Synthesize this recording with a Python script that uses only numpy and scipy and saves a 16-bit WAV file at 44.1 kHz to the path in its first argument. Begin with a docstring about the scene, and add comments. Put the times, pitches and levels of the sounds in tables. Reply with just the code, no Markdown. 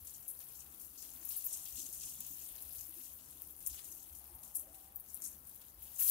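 """Beside a fence, fine jets from a watering rose sprinkle wet soil, close to a phone's left port.
Noise shaped by random droplet impacts, with ringing bubbles, makes a bright fizz in seven pitch slices.
Clumps of water splash with a crack and a spitting tail, and single drops tick as short tone bursts.
Puddles plop with rising sines and a faint hollow note swells once; at the end the jets swing close.
Far behind, narrow bands of noise make a town rumble with soft thuds and an engine hum."""
import sys
import numpy as np
from scipy import signal
from scipy.fft import rfft, irfft, next_fast_len
from scipy.io import wavfile
from scipy.ndimage import uniform_filter1d

SR = 44100
rng = np.random.default_rng(int(sys.argv[2]) if len(sys.argv) > 2 else 0)


def bounce(signal):
    """Save signal as a 16-bit WAV file at the path given by the first command-line argument."""
    frames = np.transpose(np.atleast_2d(signal))
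    limited = np.clip(frames, -1, 1)
    pcm = np.round(limited * 32767).astype(np.int16)
    wavfile.write(sys.argv[1], SR, pcm)


N = 269214

# How the jets change. Each row: time in seconds, relative fizz level in dB, extra coarse drops in dB,
# left minus right in dB.
JETS = [(0.0, -57, -0.5, 8.5), (0.85, -56.5, 4, 11), (1.2, -54, 3.5, 9.5), (1.5, -53, 11, 7.5),
        (1.75, -53, 7.5, 10.5), (2.1, -54, 11, 6), (2.3, -53, 6, 7.5), (2.55, -52, 3.5, 10),
        (2.87, -53, 1, 9.5), (3.3, -60, 6, 9.5), (3.6, -62, 2.5, 10), (3.84, -57.5, 6.5, 9.5),
        (4.2, -57, 2, 10), (4.9, -64, 4.5, 9), (5.2, -57, 1, 10), (5.75, -63, 4, 8.5), (6.105, -46, 12, 9)]
# The slices of the spectrum: water washing over mud, then droplets from coarse to finest.
# Each number: an edge between two slices in Hz.
SLICE_EDGES_HZ = [840, 2700, 4400, 5900, 8100, 10000, 12500, 16000]
# The tables below hold one number for each slice, lowest slice first.
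# How much more each size favours the left port, in dB.
SIZE_PAN_DB = [-5.5, -5.0, -4.5, -2.0, -1.0, 0.5, 2.0]
# Relative level of the wash and of each droplet size in an even spray, in dB.
SIZE_DB = [-25, -23, -24.5, -11, -12, -2, -1]
# How far each size follows the extra coarse drops, in dB per dB.
COARSE_SHARE = [0, 0.79, 0.75, 1.27, 1.02, 0., 0.08]
# Change of each slice in the steady fizz, in dB; the middle slices are weakest.
FIZZ_TILT_DB = [-2.5, -3, -3, -9.5, -6.5, -4, -3.5]
# How far the hiss of each slice flickers, as a spread in dB.
SLICE_FLICKER_DB = [1.5, 1.3, 2.0, 2.8, 1.9, 0.55, 0.94]
# How many separate drops of each size fall, in drops per second.
PATTER_PER_S = [150., 90., 110., 150., 250., 900., 1500.]
# How alike each size sounds at the two ports, from 0 for unlike to 1 for the same.
SIZE_ALIKE = [0.39, 0.19, 0.018, 0., 0., 0., 0.096]
# Change of a splash's crack in each slice, in dB; a crack holds little bass.
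CRACK_DB = [-20, -10, -3, 0, 0, 0, 0]
CRACK_FAR_DB = -6.0  # further change of the crack at the right port
SCATTER_S = 0.003  # how long soil and fence smear the sound for the far port
PATTER_S, PATTER_SHARE = .004, .5  # time constant of each wet grain; the grains' share of the power
LOWEST_DIP = -0.8  # the flicker dips no lower than this many spreads


def spray():
    """The left port faces the water; the right hears it later and scattered off soil and fence."""
    fizz_db, coarse_db, pan_db = curve(JETS)
    flicker_db = walk(14.)
    drops = droplets()
    tails, cracks = splashes(pan_db)
    tails = tails + gush(pan_db)
    out = 0
    for k, (lo, hi) in enumerate(zip(SLICE_EDGES_HZ, SLICE_EDGES_HZ[1:])):
        slice_flicker_db = SLICE_FLICKER_DB[k] * np.maximum(walk(21.99), LOWEST_DIP)
        size_db = SIZE_DB[k] + FIZZ_TILT_DB[k] + COARSE_SHARE[k] * coarse_db
        db = fizz_db + flicker_db + size_db + slice_flicker_db
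        power = (ports(pan_db + SIZE_PAN_DB[k]) * undb(db)) ** 2 + tails[:, k]
        power = power * (1 - PATTER_SHARE + PATTER_SHARE * patter(PATTER_PER_S[k]))
        power[1] = smear(power[1], SCATTER_S)

        left, right = level(share(drops, lo, hi), 0)
        alike = np.clip(SIZE_ALIKE[k], 0, 1)
        far = alike * left + np.sqrt(1 - alike ** 2) * right
        wet = np.sqrt(power) * [left, far]
        crack_gain = undb(CRACK_DB[k] + np.array([[0], [CRACK_FAR_DB]]))
        out = out + band(wet, lo / 2, 2 * hi, order=2)
        out = out + share(cracks[:, k], lo, hi) * crack_gain
    return out


def droplets():
    """Droplet impacts crackle, and the air bubbles they trap ring briefly on top."""
    drops = crackle(per_s=900., spread_db=3.3, mist_db=1.0, ring_s=.0003)
    fizzle = bubbles(2500., 9000., cycles=8., spread_db=1.5, count=8000, size=300)
    return level(drops, 0) + undb(-7.) * fizzle


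def crackle(per_s, spread_db, mist_db, ring_s):
    """Droplet impacts at random moments, a few much larger, over fine mist; blurred at the far port."""
    sizes_db = spread_db * np.minimum(rng.exponential(size=N), 4.0)
    hits = (rng.random(N) < per_s / SR) * undb(sizes_db)
    bursts = smear(hits ** 2, ring_s)
    bursts = np.array([bursts, smear(bursts, 0.024)]) / bursts.mean()
    return rng.standard_normal((2, N)) * np.sqrt(bursts + undb(2 * mist_db))


def bubbles(lo_hz, hi_hz, cycles, spread_db, count, size=800):
    """Tiny trapped bubbles, each ringing some cycles on a rising note, other ones at each port."""
    where, pitch, chance = rng.random((count, 3)).T
    hz = lo_hz * (hi_hz / lo_hz) ** pitch
    turns = hz[:, None] * np.arange(size) / SR
    ring = np.exp(-turns / cycles) * np.sin(2 * np.pi * turns * (1 + 0.00054 * turns))
    ring *= undb(-spread_db * np.log(chance + 0.0048))[:, None]  # a few are much louder
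    # Both ports lie end to end in one long row while the rings are added up.
    places = (where * 2 * N).astype(int)[:, None] + np.arange(size)
    out = np.bincount(places.ravel(), ring.ravel(), 2 * N + size)
    return level(out[:2 * N].reshape(2, N), 0)


def patter(per_s):
    """Separate drops of uneven strength: a power envelope of short dying grains, near 1 on average."""
    grains = (rng.random(N) < per_s / SR) * rng.exponential(size=N)
    return smear(grains, PATTER_S) * SR / per_s


# Clumps of water. Each row: start in seconds, relative tail level in dB, crack over tail in dB,
# pitch of the commonest drops in octaves over 1 kHz, spread of sizes in octaves,
# time for the tail to fall 60 dB in seconds (the last two have a smallest value).
CLUMPS = [(0.0463, -55.5, 7.3, 1.53, 0.072, 0.46), (0.0694, -51.5, 14, 2.6, 0.49, 0.18),
          (0.1364, -55, 9.3, 2.73, 0.46, 0.25), (0.2795, -42, 11, 3.39, 0.25, 0.25),
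          (0.3905, -49, 10, 3.3, 0.37, 0.042), (0.402, -54.5, 10, 1.24, 0.29, 0.14),
          (0.4784, -60.5, 3.3, 3.25, 0.2, 0.26), (0.549, -60, 2.5, 2.56, 0.15, 0.45),
          (0.589, -53.5, 5, 2.54, 0.53, 0.1), (0.603, -56, 3, 2.44, 0.42, 0.16),
          (0.664, -64, 3, 1.8, 0.12, 0.067), (0.7467, -65, 19.3, 4.0, 0.2, 0.063),
          (0.796, -52.5, 17.3, 3, 0.98, 0.55), (0.976, -52, 8, 2.46, 0.16, 0.37),
          (1.022, -56, 15.3, 1.36, 1.18, 0.66), (1.25, -45.5, 30, 4.3, 0.42, 0.14),
          (1.29, -41.5, 28.5, 4.6, 0.79, 0.22), (1.306, -53, 8.5, 2.23, 0.22, 0.23),
          (1.3175, -44, 7.3, 4.4, 0.14, 0.098), (1.364, -37.5, 14, 3.62, 0.13, 0.13),
          (1.441, -41.5, 7.3, 3.66, 0.084, 0.33), (1.464, -32.5, 19, 4.7, 0.1, 0.038),
          (1.5285, -44.5, 17, 2.97, 0.24, 0.3), (1.5525, -64, 11.3, 3.9, 0.22, 0.073),
          (1.657, -57, 9.3, 2.06, 0.21, 0.25), (1.769, -50, 6, 2.1, 0.41, 0.21),
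          (1.79, -48, 1.3, 2.72, 0.28, 0.4), (1.801, -50, 1.3, 3, 0.5, 0.11),
          (1.8594, -57, -0.7, 1.7, 0.27, 0.076), (1.9256, -47, 9.3, 2.9, 0.36, 0.33),
          (1.9533, -60, 12, 2.8, 0.21, 0.1), (2.008, -49.5, 9.3, 2.23, 0.48, 0.38),
          (2.0326, -46.5, 9, 2.7, 0.25, 0.11), (2.0494, -46, 9.3, 3.1, 0.16, 0.11),
          (2.092, -49, 0, 2.84, 0.31, 0.23), (2.14, -52.5, -1.5, 3.5, 0.25, 0.12),
          (2.203, -46.5, 17, 4.3, 1.1, 0.059), (2.215, -56, 4.5, 2.6, 0.17, 0.58),
          (2.2644, -51, 7.3, 5.1, 1, 0.13), (2.3194, -54, 3.3, 5.7, 0.91, 0.09),
          (2.535, -62.5, 11.3, 1.06, 0.4, 0.29), (2.6209, -48.5, 15.3, 3.25, 0.22, 0.065),
          (2.781, -55, 5.5, 2.57, 0.18, 0.28), (2.8105, -50, 13.3, 2.8, 0.5, 0.053),
          (2.8943, -53, 26, 4.0, 0.29, 0.062), (3.035, -55.5, 3, 2.18, 0.58, 0.37),
          (3.303, -57.5, 13.3, 3, 0.65, 0.13), (3.3977, -58, 13.3, 4.3, 0.31, 0.18),
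          (3.419, -54, 29, 4.1, 0.2, 0.09), (3.47, -53.5, 15, 4.7, 0.27, 0.066),
          (3.5025, -54.5, 4, 3.65, 0.4, 0.19), (3.5638, -59, 23, 3.8, 0.9, 0.44),
          (3.6044, -56, 7.3, 1.5, 1.5, 0.64), (3.662, -40.5, 1.3, 3.035, 0.13, 0.1),
          (3.6704, -38.5, 9.3, 3.9, 0.36, 0.12), (3.6964, -50.5, 9.3, 2.5, 0.48, 0.42),
          (3.7276, -52, 11.3, 1.5, 1.05, 0.55), (3.7804, -55.5, 3.3, 1.3, 0.41, 0.16),
          (3.8427, -53.5, 15, 2.8, 0.63, 0.85), (3.917, -50.5, 11.3, 2.8, 0.57, 0.09),
          (4.149, -57.5, 17, 2.5, 0.73, 0.31), (4.264, -56, 15.3, 3.6, 0.37, 0.11),
          (4.348, -52, 23, 4.0, 0.27, 0.09), (4.4294, -55, 3.3, 2.7, 0.59, 0.33),
          (4.548, -45.5, 10, 2.93, 0.33, 0.1), (4.555, -36, 8, 3.32, 0.24, 0.13),
          (4.595, -45, 18, 3.47, 0.35, 0.17), (4.744, -54.5, 7, 1.2, 1.4, 0.11),
          (4.9587, -40, 25, 4.5, 0.13, 0.067), (4.998, -47.5, 27.5, 3.7, 0.13, 0.07),
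          (5.088, -59.5, 3, 2.78, 0.42, 0.57), (5.143, -43.5, 11, 3.5, 0.3, 0.1),
          (5.219, -47.5, 8, 2.87, 0.34, 0.29), (5.238, -42.5, 8, 3, 0.28, 0.15),
          (5.2706, -49, 7.3, 3.1, 0.18, 0.14), (5.47, -56, 0, 4.4, 0.42, 0.3),
          (5.5553, -54.5, 20.5, 3.5, 0.38, 0.069), (5.609, -63, 11.3, 2.1, 0.24, 0.12),
          (5.822, -50, 5, 3.65, 0.097, 0.17), (5.9549, -60, 9.5, 5.8, 0.42, 0.55),
          (6.0955, -28, 0, 3.64, 0.18, 0.07)]
STRAY_DB = -21  # drops of every other size that come along in a splash
LEAD_S, LEAD_SHARE = .004, .08  # the first drops arrive ahead of each clump: time constant, share of power


def splashes(pan_db):
    """Per port and droplet size: the power of lead-in and tail, and the sharp crack between them."""
    t = np.arange(N) / SR
    tails = np.zeros((2, len(SIZE_PAN_DB), N))
    cracks = np.zeros_like(tails)
    # A crack lasts under a millisecond and opens with one hard edge.
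    burst = rng.choice([-1., 1.], (len(CLUMPS), 40)) * 0.4 * np.exp(-np.arange(40) / 9)
    burst[:, 0] = 1.5
    for (s, db, crack_db, pitch, spread, t60), snap in zip(CLUMPS, burst):
        i = min(int((s + .001) * SR), N - 40)  # the crack comes just after the onset
        gains = ports(pan_db[i] + np.array(SIZE_PAN_DB)) * undb(db) * sizes(pitch, spread, STRAY_DB)
        near = slice(max(i - SR // 20, 0), i + SR // 3)
        since = t[near] - t[i]
        lead = LEAD_SHARE * np.exp(np.minimum(since, 0) / LEAD_S)
        tail = undb(-120 * since / max(t60, .02))  # 120 because this is a power
        tails[:, :, near] += gains[..., None] ** 2 * np.where(since < 0, lead, tail)
        cracks[:, :, i:i + 40] += gains[..., None] * undb(crack_db) * snap
    return tails, cracks


def sizes(pitch, spread, stray_db):
    """Gain of each droplet size in a clump of water: most near one size, a few strays of all."""
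    # Middle of each slice, in octaves over 1 kHz
    octave = np.log2(np.multiply(SLICE_EDGES_HZ[1:], SLICE_EDGES_HZ[:-1]) / 1e6) / 2
    common = np.exp(-((octave - min(pitch, octave[-1])) / max(spread, .1)) ** 2 / 2)
    power = undb(2 * np.array(SIZE_DB)) * (common + undb(2 * stray_db))
    return np.sqrt(power / power.sum())


GUSH_S, GUSH_RISE_S, GUSH_DB = 5.97, 0.03, -35  # the jets swing close and stay
GUSH_OCTAVES, GUSH_SPREAD = 4.5, 0.42  # commonest drops in octaves over 1 kHz, spread in octaves
GUSH_STRAY_DB = -4  # the close jets churn more mud


def gush(pan_db):
    """Per port and droplet size: the power of the jets close by, rising quickly and then steady."""
    rise = np.clip((np.arange(N) / SR - GUSH_S) / GUSH_RISE_S, 0, 1) ** 2
    mix = sizes(GUSH_OCTAVES, GUSH_SPREAD, GUSH_STRAY_DB)
    gains = ports(pan_db[-1] + np.array(SIZE_PAN_DB)) * undb(GUSH_DB) * mix
    return (gains[..., None] * rise) ** 2


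# Single drops that snap out of the fizz.
# Each row: time in seconds, peak level at the left before filtering in dB, pitch in Hz.
SINGLE_DROPS = [(0.0106, -43, 12200), (0.0296, -36.6, 13200), (0.0538, -37, 13600), (0.0733, -31.8, 8900),
                (0.2028, -38, 12300), (0.3113, -27, 10600), (0.3631, -41, 12800), (0.391, -28.5, 12100),
                (0.4398, -33, 12500), (0.489, -37, 8800), (0.5349, -41, 13800), (0.5626, -35, 12300),
                (0.5957, -34, 11600), (0.6474, -35.9, 11800), (0.6715, -42, 12900), (0.8308, -34, 11800),
                (0.8482, -30, 12200), (0.8669, -34.1, 12300), (1.0215, -32, 12200), (1.2344, -33, 10700),
                (1.2505, -27, 11000), (1.2654, -30, 13500), (1.4242, -27, 12200), (1.5292, -21, 10500),
                (1.5343, -24, 11300), (1.6413, -31, 10900), (1.6567, -28.0, 13300), (1.7576, -23, 14100),
                (1.9321, -34, 8900), (2.1558, -31, 10100), (2.2067, -26.2, 13600), (2.3247, -37, 12700),
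                (2.581, -30.3, 13100), (2.816, -29.5, 12000), (2.8945, -30, 12000), (2.909, -35, 11500),
                (3.0664, -33.1, 12700), (3.138, -29, 12700), (3.2793, -36, 12500), (3.4205, -31, 12500),
                (3.4459, -41, 12700), (3.4729, -41, 12400), (3.4941, -42, 13200), (3.5094, -29, 12300),
                (3.5655, -35, 11500), (3.6272, -32, 11500), (3.7459, -34, 12400), (3.7921, -34, 11800),
                (3.9167, -31, 11900), (4.031, -35, 12200), (4.0727, -42, 13000), (4.1534, -40, 11600),
                (4.1959, -31, 12200), (4.2436, -33, 12100), (4.3308, -43, 13100), (4.3629, -38, 13500),
                (4.439, -40, 11200), (4.55, -23, 12300), (4.5553, -15, 10400), (4.5966, -22, 11100),
                (4.673, -37, 12800), (4.8824, -40.7, 12500), (4.9238, -36, 12700), (4.9605, -26, 13500),
                (5.0062, -31, 14400), (5.0863, -37.3, 13700), (5.1738, -32.3, 12700), (5.2403, -33, 8800),
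                (5.2525, -36, 8000), (5.2725, -32, 8000), (5.2816, -31, 10900), (5.5464, -38.1, 12100),
                (5.6149, -35, 13700), (5.6816, -46, 12700), (5.7074, -44, 12200), (5.7446, -36, 13100),
                (5.8252, -37, 13500), (5.9126, -49, 12400), (5.9555, -41.5, 13000)]
TICK_CYCLES = 1.7  # cycles from the middle until the snap has shrunk to 1/e
TICK_FAR_DB = -3.5  # extra change at the right port


def ticks():
    """Each drop is a few cycles of tone at the left port, a weaker scattered puff at the right."""
    out = np.zeros((2, N))
    t = np.arange(-40, 200) / SR
    pan_db = curve(JETS)[-1]
    puffs = rng.standard_normal((len(SINGLE_DROPS), len(t))) * np.exp(-np.abs(t) / 0.0013) * (t > 0)
    for (s, db, hz), puff in zip(SINGLE_DROPS, puffs):
        i = int(s * SR) - 40  # the snap is centred on its time
        snap = np.exp(-(t * hz / TICK_CYCLES) ** 2) * np.cos(2 * np.pi * hz * t)
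        far = undb(TICK_FAR_DB - pan_db[i]) * np.convolve(puff, snap, "same") / 2
        out[:, i:i + len(t)] += undb(db) * np.array([snap, far])
    return band(out, 5000., 20000., order=4)


# Puddle gurgles. Each row: start in seconds, level before swell, decay and port gains in dB,
# starting pitch in Hz.
GURGLES = [(0.969, -63, 250), (1.148, -58, 261), (1.201, -55, 312), (1.765, -55.5, 195), (1.77, -55, 260),
           (1.785, -55, 328), (1.825, -53, 260), (1.878, -58.5, 320), (2.185, -52, 201), (2.04, -57.5, 270),
           (2.1, -60, 215), (2.2, -55.5, 235), (2.296, -53.5, 276), (2.88, -57, 300), (2.959, -54.5, 323),
           (2.985, -53.5, 244), (3.459, -67, 197), (3.899, -54, 312), (4.294, -52, 325),
           (4.555, -59.5, 264), (4.62, -56.5, 586), (4.656, -56, 520), (4.672, -54, 610), (4.695, -60, 281),
           (4.72, -68, 690), (4.814, -61, 284)]
PLOP_T60_S, PLOP_RAGGED, PLOP_GLIDE_PER_S = .11, .4, 1.2  # 60 dB decay, depth of wobble, upward glide


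def plops():
    """Air pockets in the puddles: short low gurgles on a rising note, a little ragged."""
    out = np.zeros(N)
    t = np.arange(int(.3 * SR)) / SR
    ragged = level(band(rng.standard_normal(N), 5., 40., order=1), 0)
    swell = (1 - np.exp(-t / .012)) ** 2
    for s, db, hz in GURGLES:
        i = int(s * SR)
        note = np.sin(2 * np.pi * hz * t * (1 + PLOP_GLIDE_PER_S * t))
        out[i:i + len(t)] += undb(db - 60 * t / PLOP_T60_S) * swell * note
    return out * (1 + PLOP_RAGGED * ragged) * undb([[4.2], [1.8]])


HOLLOW_START_S, HOLLOW_END_S = 4.5, 5.03
HOLLOW_ATTACK_S, HOLLOW_RELEASE_S = .3, .1
HOLLOW_HZ, HOLLOW_WIDTH_HZ = 775, 35
HOLLOW_DB = -70  # before the swell


def hollow():
    """A faint blurred hollow note: narrow noise that swells slowly and fades faster."""
    t = np.arange(N) / SR
    rise = (t - HOLLOW_START_S) / HOLLOW_ATTACK_S
    fall = (HOLLOW_END_S - t) / HOLLOW_RELEASE_S
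    lo, hi = HOLLOW_HZ - HOLLOW_WIDTH_HZ / 2, HOLLOW_HZ + HOLLOW_WIDTH_HZ / 2
    blur = band(rng.standard_normal((2, N)), lo, hi, order=1)
    return level(blur, HOLLOW_DB) * np.clip(np.minimum(rise, fall), 0, 1)


# The far rumble, as points on a curve. Each row: pitch in Hz, relative level in dB per Hz.
TOWN_SPECTRUM = [(59, -31), (100, -7.5), (156, -2), (323, -2), (400, -12), (764, -3), (1960, -19),
                 (2500, -38), (3250, -50), (5500, -120)]
# How alike the rumble is at the two ports. Each row: pitch in Hz,
# likeness from 0 for unlike to 1 for the same (limited to that range).
TOWN_ALIKE = [(60, -0.8), (130, 0.94), (290, 0.78), (640, 0.2), (1410, -4.4), (3100, -3.04), (6820, -0.55),
              (15000, -0.01)]
TOWN_DB = -70  # before a small tilt to the left


def town():
    """Far rumble in third-octave bands of noise that flicker alone; alike at both ports in the bass."""
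    f, db = np.transpose(TOWN_SPECTRUM)
    alike_hz, alike = np.transpose(TOWN_ALIKE)
    out = 0
    for hz in 100 * 2 ** np.arange(0, 4.7, 1 / 3):
        c = np.clip(np.interp(np.log(hz), np.log(alike_hz), alike), 0, 1)
        lo, hi = hz * 2 ** (-1 / 6), hz * 2 ** (1 / 6)
        mid, side = (band(rng.standard_normal(N), lo, hi, order=1) for _ in range(2))
        gain = undb(np.interp(np.log(hz), np.log(f), db) + 1.8 * walk(6.))
        # The side sound has opposite signs at the ports, which makes them differ.
        out = out + gain * (np.sqrt(1 + c) * mid + np.sqrt(1 - c) * side * np.array([[1], [-1]]))
    return level(out, TOWN_DB) * undb([[.6], [-.6]])


# Low thuds. Each row: start in seconds, level at its height in dB.
SOFT_THUDS = [(0.0, -60), (1.72, -59.5), (2.026, -64.5), (2.512, -62), (2.649, -62.5), (2.783, -61.5),
              (3.416, -66), (3.613, -63), (3.69, -57), (4.12, -57), (4.333, -58), (4.665, -68),
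              (5.095, -66), (5.752, -64), (6.07, -60)]
# The engine's low note in the first row, then two higher hum tones.
# Each row: pitch in Hz, width in Hz, level in dB (before wavering, for the higher tones).
ENGINE = [(67.5, 5.9, -73.5), (135.8, 1.5, -82.5), (317.5, 5.7, -89.5)]
THUD_S = 0.05  # each thud is highest halfway through this time
RUMBLE_DB = -75.5  # level of the low noise between thuds


def rumble():
    """A low engine note and a rumble that bumps up in soft thuds, nearly alike at both ports."""
    t = np.arange(N) / SR
    low = level(band(rng.standard_normal(N), 45.0, 76.0, order=2), 0)
    power = undb(2 * RUMBLE_DB)
    for s, db in SOFT_THUDS:
        power = power + undb(2 * db) * np.exp(-((t - s) / THUD_S * 2 - 1) ** 2)
    unlike = level(band(rng.standard_normal((2, N)), 27.0, 89.0, order=2), -83.5)
    return low * np.sqrt(power) + blurred_tone(*ENGINE[0]) + unlike


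def hum():
    """Two higher tones of the distant hum, wavering a little together."""
    waver = undb(1.5 * walk(2.))
    return waver * sum(blurred_tone(*row) for row in ENGINE[1:])


def blurred_tone(hz, width_hz, db):
    """A blurred tone: noise squeezed into a narrow band."""
    return level(band(rng.standard_normal(N), hz - width_hz / 2, hz + width_hz / 2, order=1), db)


def undb(db):
    """Gain of a level in dB."""
    return 10 ** (np.asarray(db) / 20)


def level(x, db):
    """Scales a sound to an rms level."""
    return x * undb(db) / np.sqrt(np.mean(x ** 2))


def band(x, lo_hz, hi_hz, order=3):
    """Band-pass between two edges."""
    edges = [lo_hz, min(hi_hz, .45 * SR)]
    return signal.sosfilt(signal.butter(order, edges, "band", fs=SR, output="sos"), x)


def share(x, lo_hz, hi_hz, order=20):
    """One slice of the spectrum; neighbouring slices add up without a gap, low edges slope more gently."""
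    size = next_fast_len(x.shape[-1])
    f = np.arange(size // 2 + 1) * SR / size + 1e-9
    low_cut = 1 + (lo_hz / f) ** min(order, lo_hz / 400)
    high_cut = 1 + (f / hi_hz) ** min(order, hi_hz / 400)
    return irfft(rfft(x, size) / low_cut / high_cut, size)[..., :x.shape[-1]]


def walk(rate):
    """Random levels held 1 / rate s and slewed twice; spread near 1."""
    k = int(SR / rate)
    steps = np.repeat(rng.standard_normal(N // k + 1), k)
    return 1.89 * uniform_filter1d(uniform_filter1d(steps, k), k)[:N]


def curve(table):
    """Columns of a table after its times, joined by straight lines, one value a sample."""
    s, *columns = np.transpose(table)
    return np.array([np.interp(np.arange(N) / SR, s, c) for c in columns])


def smear(power, seconds):
    """Lets a power envelope die away over a time constant."""
    keep = np.exp(-1 / (seconds * SR))
    return signal.lfilter([1 - keep], [1, -keep], power)


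def ports(pan_db):
    """Left and right gains for a sound unlike at the ports, keeping the power of their mean."""
    right = undb(-np.asarray(pan_db))
    return 2 * np.array([np.ones_like(right), right]) / np.sqrt(1 + right ** 2)


def scene():
    """Water in front, the town far behind."""
    return spray() + ticks() + plops() + hollow() + town() + rumble() + hum()


def record(dry):
    """The phone cuts the top: a steep low-pass at 15680 Hz."""
    return signal.sosfilt(signal.ellip(10, .2, 70, 15680, fs=SR, output="sos"), dry)


dry = scene()
out = record(dry)
bounce(out)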